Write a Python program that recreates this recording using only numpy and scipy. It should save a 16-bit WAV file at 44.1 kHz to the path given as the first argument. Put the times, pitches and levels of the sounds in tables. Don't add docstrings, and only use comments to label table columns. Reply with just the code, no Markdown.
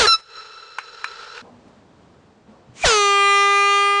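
import sys
import numpy as np
from scipy import signal
from scipy.fft import rfft, irfft
from scipy.io import wavfile

SR = 44100
rng = np.random.default_rng(int(sys.argv[2]) if len(sys.argv) > 2 else 0)


def transcribe(signal):
    frames = np.atleast_2d(signal).T
    limited = np.clip(frames, -1, 1)
    pcm = np.round(limited * 32767).astype(np.int16)
    wavfile.write(sys.argv[1], SR, pcm)


N = 176400
T = np.arange(N) / SR
BAND_LIMIT_HZ = 9650

# freq_hz, level_db
RUSH_COLOUR = [(100, -11), (280, -12), (450, 1.5), (650, -2.5), (900, 1.5), (1150, 0), (1700, 2),
               (2300, -2), (4400, -12), (4900, -7), (6500, -9), (8000, -15), (9700, -14)]
# freq_hz, level_db
PUFF_COLOUR = [(20, -5), (55, 7), (110, -7.5), (220, -16), (600, -38.5), (3000, -89.5)]


def amp(db):
    return 10 ** (np.asarray(db) / 20)


def unit_rms(x):
    return x / np.sqrt(np.mean(x ** 2) + 1e-20)


def curve(table, column=1):
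    rows = np.array(table)
    return np.interp(T, rows[:, 0], rows[:, column])


def level(table, column=1):
    return amp(curve(table, column)) * (T >= table[0][0]) * (T <= table[-1][0])


def coloured(x, colour):
    points_hz, db = np.transpose(colour)
    hz = np.fft.rfftfreq(N, 1 / SR)
    gain = amp(np.interp(np.log(hz + 1), np.log(points_hz), db)) * (hz < BAND_LIMIT_HZ)
    return irfft(rfft(x) * unit_rms(gain), N)


def noise(colour):
    return unit_rms(coloured(rng.standard_normal(N), colour))


def band(hz, width_hz):
    offset = (np.fft.rfftfreq(N, 1 / SR) - hz) / width_hz
    return unit_rms(irfft(rfft(rng.standard_normal(N)) / (1 + offset ** 2 / 2) ** 2, N))


def decay(start_s, fall_s):
    return (T >= start_s) * np.exp(-np.maximum(T - start_s, 0) / fall_s)


def soft_hit(start_s, fall_s):
    return 2 * (decay(start_s, fall_s) - decay(start_s, fall_s / 3))


def reed(hz, roughness, harmonics, treble_db=0, bloom=1, overdrive=0):
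    # freq_hz, gain_db
    overdrive_colour = [(350, 12), (600, 3.5), (900, 2.5), (1300, 1.5), (1700, -2), (2400, -3), (3200, 1.5),
                        (4300, 8), (5200, 3.5), (7000, 6.5), (9600, -2)]
    jitter = .04 * roughness * band(0, width_hz=926)
    phase = 2 * np.pi * np.cumsum(hz * (1 + jitter)) / SR
    tone, power = np.zeros(N), np.zeros(N)
    for k, db in harmonics:
        height = np.minimum(k * hz / 4000, 1) ** 2
        waver_db = 4 * height * band(0, width_hz=3.5)
        drive_db = overdrive * np.interp(k * hz, *np.transpose(overdrive_colour))
        gain = amp(db + treble_db * height + drive_db) * bloom ** (k - 1)
        tone -= gain * amp(waver_db) * np.cos(k * phase + .38 * np.sqrt(k) * rng.standard_normal())
        power += gain ** 2 / 2
    return tone / np.sqrt(power)


def blast(start_s, end_s, base_hz, note_db, rush_db, roughness, puff_db):
    # harmonic, level_db
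    harmonics = [(1, -9), (2, -12), (3, 0), (4, -13.5), (5, -8), (6, -8), (7, -11), (8, -13.5), (9, -16.5),
                 (10, -19), (11, -18.5), (12, -28), (13, -27), (14, -24), (15, -25), (16, -27), (17, -28),
                 (18, -26), (19, -33), (20, -34), (21, -35), (22, -29), (23, -38), (24, -37)]
    # freq_hz, level_db
    fizz_colour = [(300, -36), (2000, -10.5), (3000, -5), (4600, 1), (7000, -1.5), (8200, -17), (9600, -10)]
    attack_s, release_s, bloom_s, rough_s, overdrive_s, hold_s = .0057, .0062, .021, .075, .27, .61
    overshoot_hz, settle_s, snap_hz, snap_s, creep_hz_per_s = 206.6, .055, 229.5, .0099, 4.1
    age = np.maximum(T - start_s, 0)
    sharp_hz = overshoot_hz * np.exp(-age / settle_s) + snap_hz * np.exp(-age / snap_s)
    hz = base_hz + creep_hz_per_s * age + sharp_hz
    gate = np.clip(age / attack_s, 0, 1) * np.clip((end_s - T) / release_s, 0, 1)
    bloom = np.minimum(age / bloom_s, 1) ** .86
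    overdrive = np.exp(-(age / overdrive_s) ** 2)
    treble_db = 7.5 * (.55 - age)
    sag_db = 7 * np.maximum(age - hold_s, 0)
    choke_db = 2 * np.exp(-age / .51)
    kick_db = 3 * (1.5 - bloom)
    note = reed(hz, roughness * np.exp(-age / rough_s), harmonics, treble_db, bloom, overdrive)
    note *= amp(note_db - sag_db - choke_db + kick_db)
    flutter = amp(1.2 * band(0, width_hz=62))
    surge = bloom * np.exp(-(age / .1) ** 2) * flutter
    rush = (surge + amp(-33)) * noise(RUSH_COLOUR)
    fizz = amp(-4) * bloom * np.exp(-(age / .135) ** 2) * noise(fizz_colour)
    puff = bloom * np.exp(-((age - .027) / .022) ** 2) * noise(PUFF_COLOUR)
    return gate * (note + amp(rush_db) * (rush + fizz) + amp(puff_db) * puff)


def hush(end_s=1.42):
    # freq_hz, level_db
    colour = [(25, -4.5), (80, 3.5), (200, -0.5), (600, -20.5), (3000, -25), (9000, -38.5)]
    return amp(-74) * (T < end_s) * noise(colour)


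def squeal():
    # time_s, pitch_hz, tone_db, rush_db
    course = [(.066, 1359, -43, -18.5), (.073, 1375, -12.5, -19), (.09, 1343, -12, -32),
              (.102, 1362, -12, -39), (.115, 1328, -12.5, -41.5), (.127, 1365, -11, -46),
              (.14, 1299, -11.5, -41.5), (.152, 1315, -14.5, -43), (.17, 1340, -34.5, -50.5),
              (.2, 1315, -51, -47), (.26, 1330, -60, -84)]
    # harmonic, level_db
    harmonics = [(1, -3.5), (2, -14.5), (3, -3), (4, -3.5), (5, -21.5), (6, -35), (7, -31.5)]
    crack_s, crack_width_s, crack_hz = .058, .004, 1685
    crack_gain = amp(-13.5) * np.exp(-((T - crack_s) / crack_width_s) ** 2)
    crack = crack_gain * np.sqrt(2) * np.sin(2 * np.pi * crack_hz * T)
    tone = reed(curve(course), roughness=.2, harmonics=harmonics)
    gas = noise(RUSH_COLOUR) + amp(-17) * noise(PUFF_COLOUR)
    return crack + level(course, column=2) * tone + level(course, column=3) * gas


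def leak():
    # time_s, bell_db, hiss_db
    flow = [(.15, -56, -64), (.27, -55, -52.5), (.33, -44, -47), (.375, -36, -42.5), (.44, -43, -44.5),
            (.75, -45, -48.5), (1.0, -43, -42.5), (1.065, -39.5, -43.5), (1.09, -39.5, -40.5),
            (1.14, -45, -41.5), (1.2, -43.5, -38), (1.33, -43.5, -42), (1.375, -49, -35.5),
            (1.416, -49, -41), (1.425, -87, -80)]
    # freq_hz, width_hz, level_db
    bell_modes = [(414, 49, -19.5), (1320, 42, -1.5), (2650, 60, -11.5), (4042, 94, -3.5), (5410, 80, -10),
                  (6740, 110, -20)]
    # freq_hz, level_db
    hiss_colour = [(100, -10), (300, -16.5), (450, 9), (560, -0.5), (720, -8), (870, 3), (1120, -2),
                   (1350, 11), (1750, 1), (2200, -6), (2700, -1.5), (3300, -4), (4400, -2), (6000, -11.5),
                   (7300, -16), (8200, -21.5), (9600, -29)]
    hollow = unit_rms(sum(amp(db) * band(hz, width_hz) for hz, width_hz, db in bell_modes))
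    sputter = amp(1.1 * band(0, width_hz=80))
    return sputter * (level(flow) * hollow + level(flow, column=2) * noise(hiss_colour))


def spits(pop_s=.0029, ring_s=.025, ring_db=-17):
    # start_s, level_db
    drops = [(0.7851, -16.5), (1.043, -16.5), (1.378, -32)]
    # freq_hz, level_db
    colour = [(150, -22), (450, -19), (900, 1.5), (1650, 9.5), (2000, -0.5), (2500, 9.5), (3200, -9.5),
              (5000, -10.5), (9500, -25)]
    pops = sum(amp(db) * (decay(s, pop_s) + amp(ring_db) * decay(s, ring_s)) for s, db in drops)
    return coloured(pops * rng.standard_normal(N), colour)


def rumble():
    # freq_hz, level_db
    colour = [(25, -25.5), (95, -1.5), (150, -5), (220, -0.5), (330, -6), (650, -9), (1100, -13.5),
              (1500, -17.5), (2200, -23.5), (4000, -27), (7500, -34.5), (9600, -44.5)]
    # time_s, level_db
    swell = [(1.42, -48.5), (1.52, -51), (1.7, -49.5), (1.88, -52.5), (2.02, -51), (2.25, -52.5),
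             (2.45, -54.5), (2.51, -50.5), (2.65, -53), (2.85, -47), (3.05, -66.5), (4, -69)]
    return level(swell) * noise(colour)


def scuffs():
    # start_s, level_db, decay_s
    strokes = [(1.429, -45, 0.056), (2.46, -49.5, 0.094)]
    # freq_hz, level_db
    colour = [(150, -4.5), (500, 18), (1100, 10.5), (1800, -21), (6000, -54), (9600, -30.5)]
    return sum(amp(db) * soft_hit(s, fall_s) for s, db, fall_s in strokes) * noise(colour)


def furniture():
    # start_s, pitch_hz, level_db, decay_s
    bumps = [(1.5, 242.3, -51.5, .06), (2.48, 216, -48, 0.0304), (2.68, 122, -48, 0.031),
             (3.255, 135, -58.5, 0.048)]
    thuds = np.zeros(N)
    for start_s, hz, db, fall_s in bumps:
        ring = 2 * np.sin(2 * np.pi * hz * T) + .5 * band(hz, width_hz=80)
        thuds += amp(db) * soft_hit(start_s, fall_s) * ring
    return thuds


def tick():
    return amp(-58) * decay(start_s=1.68, fall_s=.012) * noise(RUSH_COLOUR)


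def valve(whistle_hz=2374):
    # time_s, level_db
    escape = [(2.74, -63.5), (2.77, -46), (2.8, -41.5), (2.84, -29.5), (2.85, -75.5)]
    # freq_hz, level_db
    colour = [(200, -36), (1200, -8), (2600, -3.5), (5000, -9.5), (7000, -4.5), (9700, -19.5)]
    flow = level(escape)
    hiss = noise(colour)
    whistle = amp(8) * flow / flow.max() * band(whistle_hz, width_hz=100)
    return flow * (hiss + whistle)


def reverberate(x, near_db=-22, near_decay_s=.008, tail_db=-38, tail_t60_s=1.2):
    t = T[:SR]
    reflections = rng.standard_normal(SR) * (rng.random(SR) < 2500 / SR) * (t > .002)
    near = reflections * np.exp(-t / near_decay_s)
    tail = reflections * np.exp(-np.log(1000) * t / tail_t60_s)
    response = amp(near_db) * near / np.linalg.norm(near) + amp(tail_db) * tail / np.linalg.norm(tail)
    return x + signal.fftconvolve(x, response)[:N]


def scene():
    # start_s, end_s, base_hz, note_db, rush_db, roughness, puff_db
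    firings = [(-.019, 0.065, 362.7, -15, -20, 0.8, -22.5), (2.837, 4.1, 398.7, -15, -19.5, .4, -20.5)]
    horn = sum(blast(*row) for row in firings) + valve() + squeal() + leak() + spits()
    mix = reverberate(horn) + hush() + rumble() + furniture() + scuffs() + tick()
    return np.tile(mix, (2, 1))


def record(dry):
    rounded = dry / (1 + (abs(dry) / .66) ** 6) ** (1 / 6)
    lowpass = signal.firwin(801, BAND_LIMIT_HZ, window=("kaiser", 9), fs=SR)
    return signal.oaconvolve(rounded, lowpass[None], "same")


dry = scene()
out = record(dry)
transcribe(out)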